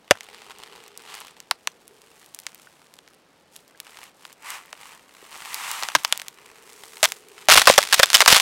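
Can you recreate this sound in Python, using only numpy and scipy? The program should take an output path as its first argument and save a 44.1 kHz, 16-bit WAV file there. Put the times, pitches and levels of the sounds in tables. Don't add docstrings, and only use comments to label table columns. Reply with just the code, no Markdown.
import sys
import numpy as np
from scipy import signal
from scipy.fft import rfft, irfft
from scipy.io import wavfile

SR = 44100
rng = np.random.default_rng(int(sys.argv[2]) if len(sys.argv) > 2 else 0)


def pcm_store(signal):
    levels = np.round(np.clip(np.atleast_2d(signal), -1, 1) * 32767)
    wavfile.write(sys.argv[1], SR, levels.astype(np.int16).T)


N = 370881

# t/s, level/dB, centre f/Hz, travel time at 1 kHz/ms
CRACKS = [(0.109, 19, 735, 2.4), (0.2071, -10.5, 1790, 2.5), (0.9756, -12.5, 12100, 0.27),
          (1.402, -14.5, 3170, 2.3), (1.51, 9, 1670, 3.7), (1.6719, 5, 1900, 3.5),
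          (1.879, -20.5, 11000, 1.4), (2.018, -25.5, 4320, 0.3), (2.3472, -10.5, 12100, 0.35),
          (2.3894, -12, 6200, 0.44), (2.4005, -18, 10700, 0.44), (2.466, -3, 3020, 2.6),
          (2.5464, -18.5, 9600, 1.3), (2.9395, -22.5, 4240, 0.6), (2.988, -19.5, 2500, 2.2),
          (3.076, -23.5, 1600, 3), (3.5627, -15.5, 6100, 1.8), (3.8019, -8.5, 5660, 0.58),
          (3.9716, -17, 2000, 0.47), (4.2507, -12.5, 1390, 3.2), (4.3279, -21, 6100, 1.5),
          (4.5035, -7, 8600, 2.5), (4.7275, -8.5, 880, 3.5), (5.5441, -1, 6900, 1.04),
          (5.714, -2, 12000, 2.5), (5.8246, -1.5, 884, 2.3), (5.8332, 0, 2500, 2.9), (5.8861, 0, 1370, 2.1),
          (6.048, 8.5, 2050, 1.57), (6.1245, 11.5, 2450, 2.34), (6.1758, -4, 12000, 0.42),
          (6.1972, -7, 2470, 2), (6.2163, -8, 1770, 2.9), (6.283, -7, 5500, 1.06),
          (7.1207, -0.5, 3670, 0.6), (7.5547, 8, 1190, 2.38), (7.5656, 4, 3300, 1.4),
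          (7.6062, -1, 2300, 0.8), (7.6172, 11, 1400, 1.04), (7.6976, 19.5, 450, 2.6),
          (7.711, 5.5, 4020, 1), (7.8283, 3, 2230, 1.05), (7.9933, 8, 2300, 1.17), (7.9972, 19, 890, 1.18),
          (8.0584, -1, 3500, 1), (8.1019, 5, 2550, 1.5), (8.1312, 7, 3100, 1.1), (8.1696, 6, 3080, 1.3),
          (8.205, 18.5, 1830, 1.4), (8.2165, 12.5, 640, 7.2), (8.2592, 12.5, 1300, 3.5),
          (8.385, 3, 2800, 1.8), (8.3987, 11, 2200, 3), (8.4039, 3, 2800, 1.9)]
def single_cracks(size=4096):
    out = np.zeros(N)
    for start, db, centre_hz, travel_ms in CRACKS:
        add(out, start, crack(rng.standard_normal((3, size)), db, centre_hz, travel_ms))
    return out


def crack(noise, db, centre_hz, travel_ms, scatter_s=0.0032, ring_s=0.016, ring_db=-24, ripple_db=3):
    scatter_noise, ring_noise, ripple = noise
    t = np.arange(len(scatter_noise)) / SR
    scatter_db = -12 + 0.4 * np.clip(db, 0, 20)
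    scatter = amp(scatter_db) * unit(scatter_noise ** 3 * np.exp(-t / scatter_s))
    ring = amp(ring_db) * unit(ring_noise * np.exp(-t / ring_s))
    response = (scatter + ring) / np.sqrt(len(t))
    response[0] = 1
    return amp(db) * signal.fftconvolve(chirp(centre_hz, travel_ms, ripple_db * ripple[:24]), response)


def chirp(centre_hz, travel_ms, ripple_db, q=0.48, size=2048):
    hz = np.fft.rfftfreq(size, 1 / SR) + 1
    low_hz = np.interp(centre_hz, [450, 1200], [470, 640])
    top_hz = np.interp(centre_hz, [2200, 6000], [8500, 13000])
    gain = 1 / np.hypot(1, q * (hz / centre_hz - centre_hz / hz))
    gain /= np.hypot(1, (low_hz / hz) ** 3.5) * np.hypot(1, (hz / top_hz) ** 2)
    gain *= amp(np.interp(np.sqrt(hz / hz[-1]), np.linspace(0, 1, len(ripple_db)), ripple_db))
    return irfft(unit(gain) * bending(hz, travel_ms))


def bending(hz, travel_ms):
    return np.exp(-4j * np.pi * travel_ms * np.sqrt(hz / 1000))


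# t/s, length/s, first jump/dB, drop to last jump/dB, centre f/Hz, crumb level/dB
RUNS = [(5.9507, 0.012, 13.5, 14.5, 1330, -42), (7.0287, 0.027, 10.5, 3, 2480, -43),
        (7.486, 0.0046, 15, 3.5, 1020, -16.5), (7.4993, 0.0035, 16, 5, 1590, -25),
        (7.5099, 0.012, 13.5, -1, 1690, -14), (7.5353, 0.0035, 10, 6, 3500, -9),
        (7.5731, 0.008, 17, 3, 2000, -22), (7.672, 0.013, 22.5, 15.5, 880, -15),
        (7.7786, 0.007, 19, 3.5, 1060, -23.5), (7.9263, 0.0049, 10.5, -3.5, 1740, -19.5),
        (7.9422, 0.0044, 13, 1.5, 2800, -32), (8.0307, 0.009, 20, 12.5, 1590, -38),
        (8.1429, 0.0085, 17, -2.5, 2530, -22), (8.2153, 0.0042, 11, 5, 1700, -22.5),
        (8.277, 0.0077, 18.5, 6, 1500, -9), (8.315, 0.017, 10.5, 0.5, 2800, -19.5),
        (8.346, 0.032, 11, 5, 2010, -36)]
def running_cracks(jump_s=0.0042, jitter=0.2, spread_db=0.5, travel_ms=1.6, max_jumps=10, size=4096):
    out = np.zeros(N)
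    for start, length, first_db, drop_db, centre_hz, _ in RUNS:
        noise = rng.standard_normal((max_jumps, 3, size))
        lag, strength, distance = rng.standard_normal((3, max_jumps))
        steps = int(np.clip(round(length / jump_s), 1, max_jumps - 1))
        for k in range(steps + 1):
            onset = start + length * (k + jitter * lag[k] * (k > 0)) / steps
            db = first_db - drop_db * k / steps + spread_db * strength[k]
            add(out, onset, crack(noise[k], db, centre_hz, travel_ms * np.exp(0.35 * distance[k])))
    return out


# f/Hz, relative density/dB
CRUMB_SPECTRUM = [(100, -16.5), (330, -16), (580, -4.5), (1200, -1), (2200, 0), (3400, 2.5), (6000, -3),
                  (10000, -7), (16000, -18.5)]
def crumble(rise_s=0.0021, fade_db_per_s=175, full_weight_s=7.485, grind_db=-35, clump_db=3.5):
    t = np.arange(N) / SR
    power = amp(grind_db) ** 2 * (t > full_weight_s)
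    for start, length, *_, crumb_db in RUNS:
        rise = np.clip((t - start) / rise_s, 0, 1)
        fade_db = fade_db_per_s * np.clip(t - start - length, 0, 1)
        power += (rise * amp(crumb_db - fade_db)) ** 2
    clicks = through_ice(grains(per_s=1800, spread_db=4.5), farthest_ms=1.597)
    crumbs = unit(colour(clicks, CRUMB_SPECTRUM))
    return crumbs * np.sqrt(power) * amp(clump_db * waver(per_s=180))


def through_ice(clicks, farthest_ms, paths=6, size=512):
    path = rng.integers(0, paths, N)
    hz = np.fft.rfftfreq(size, 1 / SR)
    return sum(signal.oaconvolve(clicks * (path == k), irfft(bending(hz, ms)))[:N]
               for k, ms in enumerate(np.linspace(farthest_ms / paths, farthest_ms, paths)))


# t/s, level/dB, f/Hz, T60/s
KNOCKS = [(.1105, 6, 596, 0.022), (2.671, -34.5, 1500, 0.02), (3.748, -42, 1643, 0.023),
          (5.227, -38.5, 400, 0.031), (5.951, 0, 1060, 0.019), (5.951, -13, 1576, 0.041),
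          (7.03, -12, 637, 0.056), (7.488, -7, 613, 0.035), (7.557, -12.5, 574, 0.043),
          (7.673, -4, 1013, 0.061), (7.675, -3, 584, 0.035), (7.699, 3.5, 555, 0.019),
          (7.782, -1.5, 594, 0.029), (7.926, -4.5, 1710, 0.019), (7.997, -4, 557, 0.033),
          (8.033, 1.5, 3570, 0.021), (8.146, 0, 3036, 0.033)]
def slab_knocks(rise_s=0.00079, overtone_ratio=1.2, overtone_db=-6, size=6000):
    out, t = np.zeros(N), np.arange(size) / SR
    for start, db, hz, t60 in KNOCKS:
        phase = 2 * np.pi * hz * t
        modes = np.sin(phase) + amp(overtone_db) * np.sin(overtone_ratio * phase)
        envelope = -np.expm1(-t / rise_s) * amp(-60 * t / t60)
        add(out, start, amp(db) * envelope * modes)
    return out


# t/s, level/dB, f/Hz
THUDS = [(0.112, -34, 90), (5.95, -46, 70.5), (5.951, -32.5, 302), (5.958, -40, 143), (7.032, -43, 121)]
def foot_thuds(decay_s=0.0057, size=6000):
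    out, t = np.zeros(N), np.arange(size) / SR
    envelope = t / decay_s * np.exp(1 - t / decay_s)
    for start, db, hz in THUDS:
        add(out, start, amp(db) * envelope * np.sin(2 * np.pi * hz * t))
    return out


# f/Hz, relative density/dB
RUB_SPECTRUM = [(300, -29.5), (660, -13), (900, -1), (1150, 0.5), (1550, -5.5), (2000, -0.5), (2450, -3),
                (2900, -5.5), (3400, -14), (6800, -15.5), (8200, -12), (9500, -22.5), (11500, -18.5),
                (16000, -31)]
GRIT_SPECTRUM = [(300, -27), (620, -13.5), (800, 4), (1200, -0.5), (2000, -6), (2950, 1), (3500, -1.5),
                 (4500, -4.5), (6200, -11), (8500, -10.5), (16000, -26.5)]
FIZZ_SPECTRUM = [(1500, -20), (3500, -5.5), (6000, -2.5), (8500, -1), (12000, -6.5), (16000, -12.5)]
def scuff(slow_db=-50, fast_db=-35, snap_share=0.54, uneven_db=1.0):
    rub_db, grit_db, fizz_db = stroke_levels()
    sticking = 0.75 * np.interp(rub_db, [slow_db, fast_db], [1, 0.15])
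    judder = np.sqrt(1 - sticking + sticking * stick_slip() ** 2)
    rub = amp(rub_db) * unit(colour(grains(per_s=12000, spread_db=2.4), RUB_SPECTRUM))
    grit_clicks = through_ice(grains(per_s=5500, spread_db=2.4), farthest_ms=1.587)
    grit = amp(grit_db) * unit(colour(grit_clicks, GRIT_SPECTRUM))
    single = snap_share * sticking
    snaps = np.sqrt(single) * unit(grains(per_s=110, spread_db=3.1))
    swarm = np.sqrt((1 - single) * judder) * unit(grains(per_s=8000, spread_db=4.3))
    fizz = amp(fizz_db) * unit(colour(snaps + swarm, FIZZ_SPECTRUM))
    return (judder * (rub + grit) + fizz) * amp(uneven_db * waver(per_s=20))


def stick_slip(per_s=95, jitter=0.3, decay_s=0.0027, spread_db=4.4):
    cycles = np.cumsum(per_s * np.exp(jitter * waver(per_s=60))) / SR
    slips = np.diff(np.floor(cycles), prepend=0) * amp(spread_db * rng.standard_normal(N))
    return unit(signal.lfilter([1], [1, -np.exp(-1 / (decay_s * SR))], slips))


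# full speed at t/s, hold/s, rise/s, release/s, rub/dB, grit/dB, fizz/dB
STROKES = [(0.348, 0.4, 0.53, 0.96, -53.5, -50.5, -69), (1.097, 0.068, 0.086, 0.23, -46, -40.5, -55),
           (2.117, 0.59, 1, 0.54, -62.5, -61, -61), (3.536, 0.028, 0.071, 0.16, -69, -60, -57.5),
           (3.932, 0.157, 0.23, 0.03, -50, -52.5, -57), (4.225, 0.083, 0.12, 0.07, -59, -56.5, -59),
           (4.465, 0.088, 0.078, 0.13, -38.5, -47, -49), (4.815, 0.14, 0.23, 0.076, -48, -51.5, -55),
           (5.622, 0.15, 0.49, 0.47, -36, -39, -40.5), (6.056, 0.098, 0.1, 0.15, -46.5, -45.5, -59),
           (6.413, 0.22, 0.29, 0.56, -53.5, -61, -74), (7.046, 0.06, 0.66, 0.15, -49, -50, -46),
           (7.4, 0.22, 0.42, 0.061, -53, -53, -56)]
CREEP_DB = (-75, -70, -71)
def stroke_levels(fade_db=20, points=2000):
    t = np.linspace(0, N / SR, points)
    power = np.outer(amp(CREEP_DB) ** 2, np.ones(points))
    for start, hold, rise, release, *layers_db in STROKES:
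        fade = np.maximum(start - t, 0) / rise + np.maximum(t - start - hold, 0) / release
        power += np.outer(amp(layers_db), amp(-fade_db * fade)) ** 2
    return [np.interp(np.arange(N) / SR, t, 10 * np.log10(layer)) for layer in power]


def faint_cracks(rest_db=-33, spread_db=3, follow=0.58, low_hz=2000, high_hz=11000, count=48, size=4096):
    out = np.zeros(N)
    sliding_db = stroke_levels()[1] - CREEP_DB[1]
    for when, smallness, strength in rng.random((count, 3)):
        db = rest_db + follow * sliding_db[int(when * N)] + spread_db * (2 * strength - 1)
        centre_hz = low_hz * (high_hz / low_hz) ** smallness
        add(out, when * N / SR, crack(rng.standard_normal((3, size)), db, centre_hz, travel_ms=1.494))
    return out


# f/Hz, relative density/dB
AIR_SPECTRUM = [(15, -40.5), (25, -22), (108, -15), (134, -11.5), (149, -8), (195, -8.5), (236, -8),
                (363, -7.5), (394, -8), (463, -6.5), (5140, -24), (10100, -41), (16000, -45.5)]
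def still_air(level_db=-59.5):
    return amp(level_db) * unit(colour(rng.standard_normal(N), AIR_SPECTRUM))


# t/s, level before trim/dB
DRONE_LEVELS = [(0, -75), (.3, -56), (.6, -57), (.85, -50.5), (1.3, -64.5), (1.6, -70), (1.95, -55.5),
                (2.3, -79), (6.2, -68), (6.5, -56.5), (7.4, -53.5)]
def far_drone(centre_hz=430, width_hz=72, trim_db=-3):
    band = np.exp(-((np.fft.rfftfreq(N, 1 / SR) - centre_hz) / width_hz) ** 2)
    drone = unit(irfft(rfft(rng.standard_normal(N)) * band, N))
    level_db = np.interp(np.arange(N) / SR, *np.transpose(DRONE_LEVELS))
    return amp(level_db + trim_db) * drone


def amp(db):
    return 10 ** (np.asarray(db) / 20)


def unit(x):
    return x / np.sqrt(np.mean(x ** 2) + 1e-20)


def colour(x, spectrum):
    hz, db = np.transpose(spectrum)
    bins_hz = np.fft.rfftfreq(len(x), 1 / SR) + 1
    gain = amp(np.interp(np.log(bins_hz), np.log(hz), db))
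    return irfft(rfft(x) * unit(gain), len(x))


def add(mix, start_s, sound):
    part = mix[max(round(start_s * SR), 0):][:len(sound)]
    part += sound[:len(part)]


def waver(per_s):
    knots = rng.standard_normal(int(N / SR * per_s) + 2)
    return unit(np.interp(np.arange(N) / SR * per_s, np.arange(len(knots)), knots))


def grains(per_s, spread_db):
    strength = amp(spread_db * np.minimum(rng.exponential(1, N), 4))
    return strength * rng.choice([-1, 1], N) * (rng.random(N) < per_s / SR)


def scene():
    cracks = single_cracks() + running_cracks() + faint_cracks()
    ice = cracks + slab_knocks() + crumble()
    return (ice + foot_thuds() + scuff() + still_air() + far_drone())[None]


def record(dry, knee=8, cutoff_hz=16100):
    clipped = dry / (1 + abs(dry) ** knee) ** (1 / knee)
    lowpass = signal.firwin(255, cutoff_hz, window=("kaiser", 8), fs=SR)
    return signal.oaconvolve(clipped, lowpass[None], "same", axes=1)


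dry = scene()
out = record(dry)
pcm_store(out)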